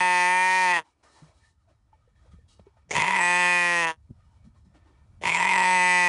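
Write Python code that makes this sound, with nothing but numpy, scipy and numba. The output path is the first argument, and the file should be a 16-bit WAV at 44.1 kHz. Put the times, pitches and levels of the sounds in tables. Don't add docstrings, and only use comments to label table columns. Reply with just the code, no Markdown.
import sys
import numpy as np
from scipy import signal
from scipy.fft import rfft, irfft
from scipy.io import wavfile
from scipy.ndimage import uniform_filter1d
from numba import njit

SR = 44100
rng = np.random.default_rng(int(sys.argv[2]) if len(sys.argv) > 2 else 0)


def inscribe(sig):
    pcm = np.round(np.clip(np.atleast_2d(sig).T, -1, 1) * 32767)
    wavfile.write(sys.argv[1], SR, pcm.astype(np.int16))


def undo_db(level):
    steps = np.asarray(level, float) / 20
    return 10 ** steps


N = 268128


def read(table):
    s, *columns = np.transpose(table)
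    return [np.interp(np.arange(N) / SR, s, c) for c in columns]


def during(tables):
    t = np.arange(N) / SR
    inside = sum(1. * (t >= c[0][0]) * (t <= c[-1][0]) for c in tables)
    return uniform_filter1d(inside, size=200)


def unit(x):
    return x / np.sqrt(np.mean(x ** 2))


def colour(x, points):
    hz, db = np.transpose(points)
    grid_hz = np.linspace(1, SR / 2, 4097)
    gain_db = np.interp(np.log(grid_hz), np.log(hz), db, left=-60, right=-60)
    cepstrum = irfft(np.log(undo_db(gain_db)))
    cepstrum[1:4096] *= 2
    cepstrum[4097:] = 0
    impulse = irfft(np.exp(rfft(cepstrum)))
    return unit(signal.fftconvolve(x, impulse)[:N])


@njit
def svf(x, hz, width):
    y, b, l = np.empty((2, len(x))), 0., 0.
    for i in range(len(x)):
        g, k = np.tan(np.pi * hz[i] / SR), width[i] / hz[i]
        v = (b + g * (x[i] - l)) / (1 + g * (g + k))
        y[0, i], y[1, i] = k * v, l + g * v
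        b, l = 2 * v - b, l + 2 * g * v
    return y


def resonance(x, hz, width_hz):
    return svf(x, hz * np.ones(N), width_hz * np.ones(N))


def walk(rate_hz):
    k = int(SR / rate_hz)
    held = np.repeat(rng.standard_normal(N // k + 1), k)
    return unit(uniform_filter1d(uniform_filter1d(held, k), k)[:N])


def folds(hz, hoarse, slip=.14, waver=.04, scatter_db=7, throb_db=3):
    phase = np.cumsum(hz * (1 + waver * hoarse * walk(40))) / SR
    cycles = np.arange(1, int(phase[-1]))
    at = np.interp(cycles, phase, np.arange(N))
    chance = rng.standard_normal((2000, 2))[:len(cycles)].T
    h = hoarse[at.astype(int)]
    at = at + slip * h ** 1.6 * chance[0] * SR / hz[at.astype(int)]
    throb = abs(walk(45)[at.astype(int) % N])
    size = undo_db(h * (7 - scatter_db * abs(chance[1]) - throb_db * throb))
    place = at.astype(int)[:, None] + np.arange(-7, 9)
    lag = place - at[:, None]
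    shape = np.sinc(lag) * np.cos(np.pi * lag / 16) ** 2
    pulses = np.zeros(N + 16)
    np.add.at(pulses, np.clip(place, 0, N), size[:, None] * shape)
    return unit(pulses[:N]), phase


def glottis(hz, hoarse):
    flap_hz, flap_db = 40, -20
    pulses, phase = folds(hz, hoarse)
    flap = np.cos(np.pi * np.cumsum(flap_hz * (1 + .2 * walk(12))) / SR) ** 6
    pulses = pulses * undo_db((hoarse - .02) * (1.25 - hoarse) * (flap_db * flap + 4))
    air = unit(rng.standard_normal(N) * (0.94 + np.exp(-(phase % 1) / 0.21)))
    return pulses + (undo_db(-23) + undo_db(-8) * hoarse) * air, air, phase


def throat(voice, controls, jaw, second_hz, fourth_hz):
    # First, second, third resonance with the mouth wide [Hz]
    open_hz = [913.5, 1890, 2448]
    # First, second, third width [Hz]
    open_width_hz = [39, 85, 120]
    tongue_hz = [55, -13.5, 60]
    tongue_width_hz = [100, 8.8, -18.5]
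    rasp_hz = [47, 152, -59]
    rasp_width_hz = [-20, 50, 60]
    shut_hz = [40, -150, 120]
    shut_width_hz = [150, 300, 300]
    lips_hz, shake = -250, .03
    _, _, hoarse, shut = controls
    centres = [np.dot(c, controls) for c in zip(open_hz, tongue_hz, rasp_hz, shut_hz)]
    width_rows = zip(open_width_hz, tongue_width_hz, rasp_width_hz, shut_width_hz)
    widths = [np.maximum(np.dot(c, controls), 30) for c in width_rows]
    centres[1:] = centres[1] + second_hz, centres[2] * (1 + jaw / 100)
    centres[0] = centres[0] + lips_hz * shut * hoarse ** 2
    centres[1:] = [c * (1 + shake * np.sqrt(hoarse - .02) * walk(35)) for c in centres[1:]]
    fourth = fourth_hz * (1 + 0.71 * jaw / 100), 210
    for centre, width in [*zip(centres, widths), fourth]:
        voice = resonance(voice, centre, width)[1]
    return voice / np.sqrt(uniform_filter1d(voice ** 2, size=1400))


def bypass_treble(source, air, treble_db, start_s):
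    # time in seconds, depth in dB, length in seconds.
    catches = [
        (0.73, -20, .004),
        (3.033, -14, .005),
        (3.139, -18, .005),
        (3.204, -22, .004),
        (3.861, -18, .006),
        (5.465, -22, .004),
        (5.572, -16, .005),
        (5.615, -18, .005),
    ]
    # frequency in Hz, level in dB per Hz.
    treble_colour = [(2060, -14.5), (3500, 6.5), (3800, -2.5), (4600, -5), (5800, -0.5), (7420, -4.5),
                     (7910, -11), (9490, -1), (10400, -7.5), (13500, -43), (22000, -120)]
    patch_hz = [4500, 5500, 6500, 7400, 9300]
    patch_db, burst_db, burst_s = 2.5, 2.5, 0.065
    t = np.arange(N) / SR
    treble_db = treble_db + sum(d * np.exp(-((t - s) / w) ** 2) for s, d, w in catches)
    treble_db = treble_db + sum(burst_db * np.exp(-abs(t - s - .05) / burst_s) for s in start_s[1:])
    treble = colour(source + undo_db(-8) * air, treble_colour)
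    swells = 0
    for f in patch_hz:
        gain = undo_db(patch_db * walk(7)) - 1
        swells = swells + gain * resonance(treble, f * (1 + .02 * walk(3)), 800)[0]
    return undo_db(treble_db) * (treble + swells)


def sheep():
    # time in seconds, level in dB.
    bleats = [
        [(0.0, -22), (0.014, -21), (0.724, -21), (0.772, -23), (0.79, -27), (0.835, -69)],
        [(2.892, -58), (2.906, -55), (2.91, -27), (2.93, -38), (2.955, -23.5), (3.463, -21), (3.849, -24),
         (3.905, -28), (3.965, -75)],
        [(5.214, -46), (5.234, -41), (5.238, -27), (5.249, -33), (5.253, -24), (5.768, -20), (6.08, -20)],
    ]
    # time in seconds, pitch in Hz.
    pitch = [
        [(0.0, 182.0), (0.22, 179.1), (0.42, 184.8), (0.556, 186.2), (0.624, 184.4), (0.724, 177.5),
         (0.77, 168), (0.794, 157.5), (0.81, 157.0)],
        [(2.95, 149), (3.03, 162), (3.142, 196), (3.21, 175.9), (3.39, 178.3), (3.53, 177.3), (3.74, 173),
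         (3.81, 168.4), (3.91, 160.8)],
        [(5.24, 174), (5.31, 168), (5.42, 180), (5.5, 192), (5.6, 185), (5.69, 184.2), (5.784, 181.9),
         (5.918, 180.4), (6.08, 177.3)],
    ]
    # time in seconds, hoarseness 0-1.
    rasp = [
        [(0, .02), (.7, .02), (.73, .16), (.75, .11), (.79, .16), (.84, .35)],
        [(2.9, 1), (3.15, .9), (3.19, .35), (3.25, .05), (3.76, .02), (3.84, .09), (3.91, .12), (3.97, .35)],
        [(5.2, 1), (5.42, .7), (5.5, .58), (5.6, .42), (5.645, .27), (5.69, .1), (5.85, .02), (6.08, .02)],
    ]
    # time in seconds, tongue raised 0-1, jaw shift of the upper resonances in %,
    # brightness in dB, whistle in dB rel.
    mouth = [
        [(0, 0.15, 3, -13, -17.5), (.25, 0.17, 0.5, -7.5, -21.5), (.5, 0.13, -4, -8, -21),
         (.7, 0.14, 1.7, -15.5, -24), (.8, 0, 7, -22, -25)],
        [(2.92, 0.5, -4, -11.5, -10), (2.99, 0.26, 6.5, -21.5, -27), (3.15, 0.03, 4, -16.5, -26),
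         (3.23, 0.15, 0.5, -17, -10), (3.42, 0.42, 3, 1.5, -13), (3.62, 0.6, -1, 0.5, -21.5),
         (3.8, 0.7, 1.5, -10, -17), (3.92, 0, 11.5, -29, -38.5)],
        [(5.23, 0.31, 3, -29, -25.5), (5.38, 0, 6.5, -24, -14.5), (5.46, 0, 3, -11, -23.5),
         (5.66, .1, 3, -31, -14.5), (5.9, 0.25, -0.5, 0.5, -12.5), (6.08, 0.2, 1, -12, -16.5)],
    ]
    # start in seconds, second resonance shift in Hz, fourth resonance in Hz,
    # whistle in Hz, hum in dB rel.
    settings = [
        (0, -1.5, 3170, 8070, -31.5),
        (2.9, -7, 3084, 7930, -24),
        (5.2, 40.5, 3060, 7945, -24),
    ]
    # frequency in Hz, level in dB per Hz.
    chest_colour = [(200, -28), (300, -16), (360, -2), (550, 2), (800, -27.5)]
    # mouth wide, tongue adds, rasp adds, shutting adds [dB]
    treble_mix_db = [-16.5, 3.5, 0.3, 2.5]
    chest_mix_db = [-5, 11.5, -1.5, 7.5]
    hum_mix_db = [1.46, 2.5, 5, -3]
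    wide_db, shut_span_db = -22.5, 14.5
    whistle_width_hz, whistle_rasp_hz, whistle_shut_hz = 180, -1200, -700
    rasp_throb_db, rasp_flicker_db = 1, 3
    pocket_hz, pocket_width_hz, pocket_share, pocket_per_jaw = 3410, 260, .45, -0.18

    t = np.arange(N) / SR
    db, hz, hoarse = (read(sum(table, []))[0] for table in (bleats, pitch, rasp))
    tongue, jaw, bright_db, whistle_db = read(sum(mouth, []))
    tongue = np.clip(tongue, 0, 1)
    shut = np.clip((wide_db - db) / shut_span_db, 0, 1)
    controls = np.array([np.ones(N), tongue, hoarse, shut])
    start_s, *columns = np.transpose(settings)
    bleat = np.searchsorted(start_s[1:] - .5, t)
    second_hz, fourth_hz, whistle_hz, hum_db = (c[bleat] for c in columns)
    bright_db = bright_db + rasp_flicker_db * np.sqrt(hoarse) * np.clip(walk(60), -3, 1)
    whistle_hz = whistle_hz + hoarse ** 2 * (whistle_rasp_hz + whistle_shut_hz * shut)
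    treble_db, chest_db = np.dot(treble_mix_db, controls), np.dot(chest_mix_db, controls)
    hum_db = hum_db + np.dot(hum_mix_db, controls)

    source, air, phase = glottis(hz, hoarse)
    voice = signal.sosfilt(signal.butter(4, 270, "high", fs=SR, output="sos"), source)
    voice = voice + undo_db(chest_db - 10.0) * colour(source, chest_colour)
    voice = voice + undo_db(bright_db + 9.0) * np.diff(source, prepend=0)
    voice = throat(voice, controls, jaw, second_hz, fourth_hz)
    whistle = resonance(source + undo_db(-6.5) * air, whistle_hz, whistle_width_hz * (1 + 4.0 * hoarse))[0]
    voice = voice + undo_db(whistle_db) * unit(whistle)
    voice = voice + bypass_treble(source, air, treble_db, start_s)
    swallowed = np.clip(pocket_share + pocket_per_jaw * jaw, 0, 1)
    voice = voice - swallowed * resonance(voice, pocket_hz, pocket_width_hz)[0]
    voice = voice * undo_db(rasp_throb_db * np.sqrt(hoarse) * np.clip(walk(45), -3, 1.2))
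    voice = voice + undo_db(hum_db) * np.sin(2 * np.pi * phase)
    return -voice * undo_db(db + 0.83) * during(bleats)


def wind():
    # time in seconds, level in dB.
    gusts = [(.05, -70), (.76, -79.5), (1.0, -72.5), (1.3, -63), (1.4, -61.5), (1.8, -60.5), (2.1, -58),
             (2.39, -51), (2.45, -55.5), (2.9, -60), (3.25, -71), (3.7, -69.5), (4.0, -58.5), (4.9, -59.5),
             (5.15, -49), (5.35, -59), (5.65, -67), (6.08, -70)]
    # frequency in Hz, level in dB per Hz.
    gust_colour = [(12, -38), (22, -19), (68, -3), (111, -11), (139, -20), (211, -27), (320, -40),
                   (440, -62)]
    # time in seconds, peak in dB, fade in seconds.
    puff_rows = [
        (0, -44, .025),
        (.8, -53.5, .015),
        (2.982, -36, 0.032),
        (3.201, -57, 0.025),
        (4.109, -40, 0.0086),
        (4.47, -53, 0.021),
        (4.67, -59.5, 0.069),
        (5.27, -38.5, 0.023),
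        (5.74, -52, 0.035),
    ]
    # frequency in Hz, level in dB per Hz.
    puff_colour = [(25, -25), (70, -9), (130, -2), (220, -3), (400, -30)]
    t = np.arange(N) / SR
    puffs = sum(undo_db(db) * np.exp(-abs(t - s) / fade_s) for s, db, fade_s in puff_rows)
    gust = colour(rng.standard_normal(N), gust_colour) * undo_db(read(gusts)[0] + 1.9 * walk(2.2))
    return gust + puffs * colour(rng.standard_normal(N), puff_colour)


def snuffle():
    # start in seconds, length in seconds, level in dB, hiss in dB rel.
    sniffs = [(0.837, 0.081, -74.5, 5), (1.027, .26, -56, -3.5), (1.332, 0.17, -71, 5.5),
              (1.676, 0.023, -66, -11), (1.92, 0.018, -65.5, -25), (2.073, .02, -73, -30),
              (2.146, 0.15, -68, -6), (2.308, 0.019, -62.5, 0), (2.477, 0.055, -65.5, 8.5),
              (2.581, .012, -62, -21), (2.648, .03, -65, -24), (2.759, .03, -67, -25),
              (4.238, 0.21, -69.5, -7.5), (4.436, 0.025, -64, -6), (4.537, 0.044, -66.5, -5),
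              (4.64, 0.026, -69.5, -3), (4.738, 0.031, -61, -21), (4.805, 0.48, -67, -26)]
    pauses = [
        [(.83,), (2.89,)],
        [(3.96,), (5.21,)],
    ]
    # frequency in Hz, width in Hz, level in dB.
    passages = [(321, 66, 6.5), (620, 220, 1), (903, 80, 2), (1237, 56, 3), (1794, 38, 2.5), (2260, 66, -4),
                (3070, 50, -17), (3530, 85, -39), (5270, 140, -25)]
    # frequency in Hz, level in dB per Hz.
    hiss_colour = [(1350, -15), (2300, -16.5), (2770, 3), (3510, -4), (3890, 8.5), (4530, 0.5), (5020, 3),
                   (9030, 1.5), (10600, -5.5), (13800, -32), (22000, -120)]
    nostril_hz = [1950, 2900, 3250, 3800, 4200, 4500, 5100]
    nostril_width_hz, nostril_db = 90, -4
    attack_s, release_s, rest_db, rest_hiss_db = 0.012, 0.037, -73.5, -8
    t = np.arange(N) / SR
    flow, hiss_flow = undo_db(rest_db), undo_db(rest_db + rest_hiss_db)
    for s, length_s, db, hiss_db in sniffs:
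        fade = np.exp(-np.maximum(t - s - length_s, 0) / release_s)
        shape = np.clip((t - s) / attack_s, 0, 1) * fade
        flow = np.hypot(flow, undo_db(db) * shape)
        hiss_flow = np.hypot(hiss_flow, undo_db(db + hiss_db) * shape)
    air = rng.standard_normal(N)
    nose = sum(undo_db(g + 6.7 * walk(20)) * resonance(air, f, w)[0] for f, w, g in passages)
    straw = colour(rng.standard_normal(N), [(150, -18.0), (400, -0.5), (1200, -1.5), (2600, -18.0)])
    body = unit(nose) + undo_db(-7) * straw
    nostrils = sum(undo_db(6 * walk(8)) * resonance(air, 1. * f, nostril_width_hz)[0] for f in nostril_hz)
    hiss = colour(rng.standard_normal(N), hiss_colour) + undo_db(nostril_db) * unit(nostrils)
    hiss = hiss * undo_db(-10 + 2 * walk(30))
    return (undo_db(-2.5 + 1.4 * walk(19)) * body * flow + hiss * hiss_flow) * during(pauses)


def contacts(table, push_s, click_db, click_hz):
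    t = np.arange(8000) / SR
    mix = np.zeros(N + len(t))
    dull = signal.butter(4, click_hz, fs=SR, output="sos")
    clicks = signal.sosfilt(dull, rng.standard_normal((len(table), len(t))))
    for (s, db, hz, ring_s), click in zip(table, clicks):
        rise = 1 - np.exp(-t / push_s)
        ring = np.sin(2 * np.pi * hz * t) * 1000. ** (-t / ring_s)
        snap = undo_db(click_db) * unit(click) * np.exp(-t / (2 * push_s))
        mix[int(s * SR):][:len(t)] += undo_db(db) * rise * (2.0 * ring + snap)
    return mix[:N]


def scene():
    # time in seconds, peak in dB, ring in Hz, ring in seconds.
    smacks = [
        (1.675, -64.5, 668, 0.079),
        (1.929, -52.5, 874, 0.069),
        (2.075, -58.5, 493, 0.044),
        (2.258, -58, 500, 0.041),
        (2.386, -60, 470, 0.045),
        (2.595, -34, 564, 0.0084),
        (2.667, -46, 400, 0.053),
        (2.769, -52.5, 664, 0.018),
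        (4.56, -64, 1075, 0.051),
    ]
    knocks = [
        (1.22, -45, 155, 0.15),
        (2.334, -49, 178, 0.078),
        (2.594, -47.5, 199, 0.043),
        (4.103, -36, 109, 0.048),
        (4.445, -56.5, 174, 0.069),
        (4.66, -59, 206, 0.076),
    ]
    voice = sheep()
    t = np.arange(SR // 4) / SR
    echo = rng.standard_normal(len(t)) * np.exp(-np.log(1000) * t / .08)
    pen = signal.fftconvolve(voice, echo)[:N]
    small = wind() + snuffle()
    small = small + contacts(smacks, 0.0018, -24, 3800) + contacts(knocks, 0.003, 3.0, 296)
    return (voice + undo_db(-44) * pen + small)[None]


def band_limit(x):
    return signal.sosfilt(signal.butter(12, 11320, fs=SR, output="sos"), x)


def record(dry):
    bass_cut = signal.butter(2, 45, "high", fs=SR, output="sos")
    top_cut = signal.ellip(8, .3, 60, 10315, fs=SR, output="sos")
    rounded = signal.sosfilt(bass_cut, .35 * np.tanh(dry / .35))
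    mix = signal.sosfilt(top_cut, rounded) + undo_db(-95) * rng.standard_normal(dry.shape)
    return band_limit(mix)


dry = scene()
out = record(dry)
inscribe(out)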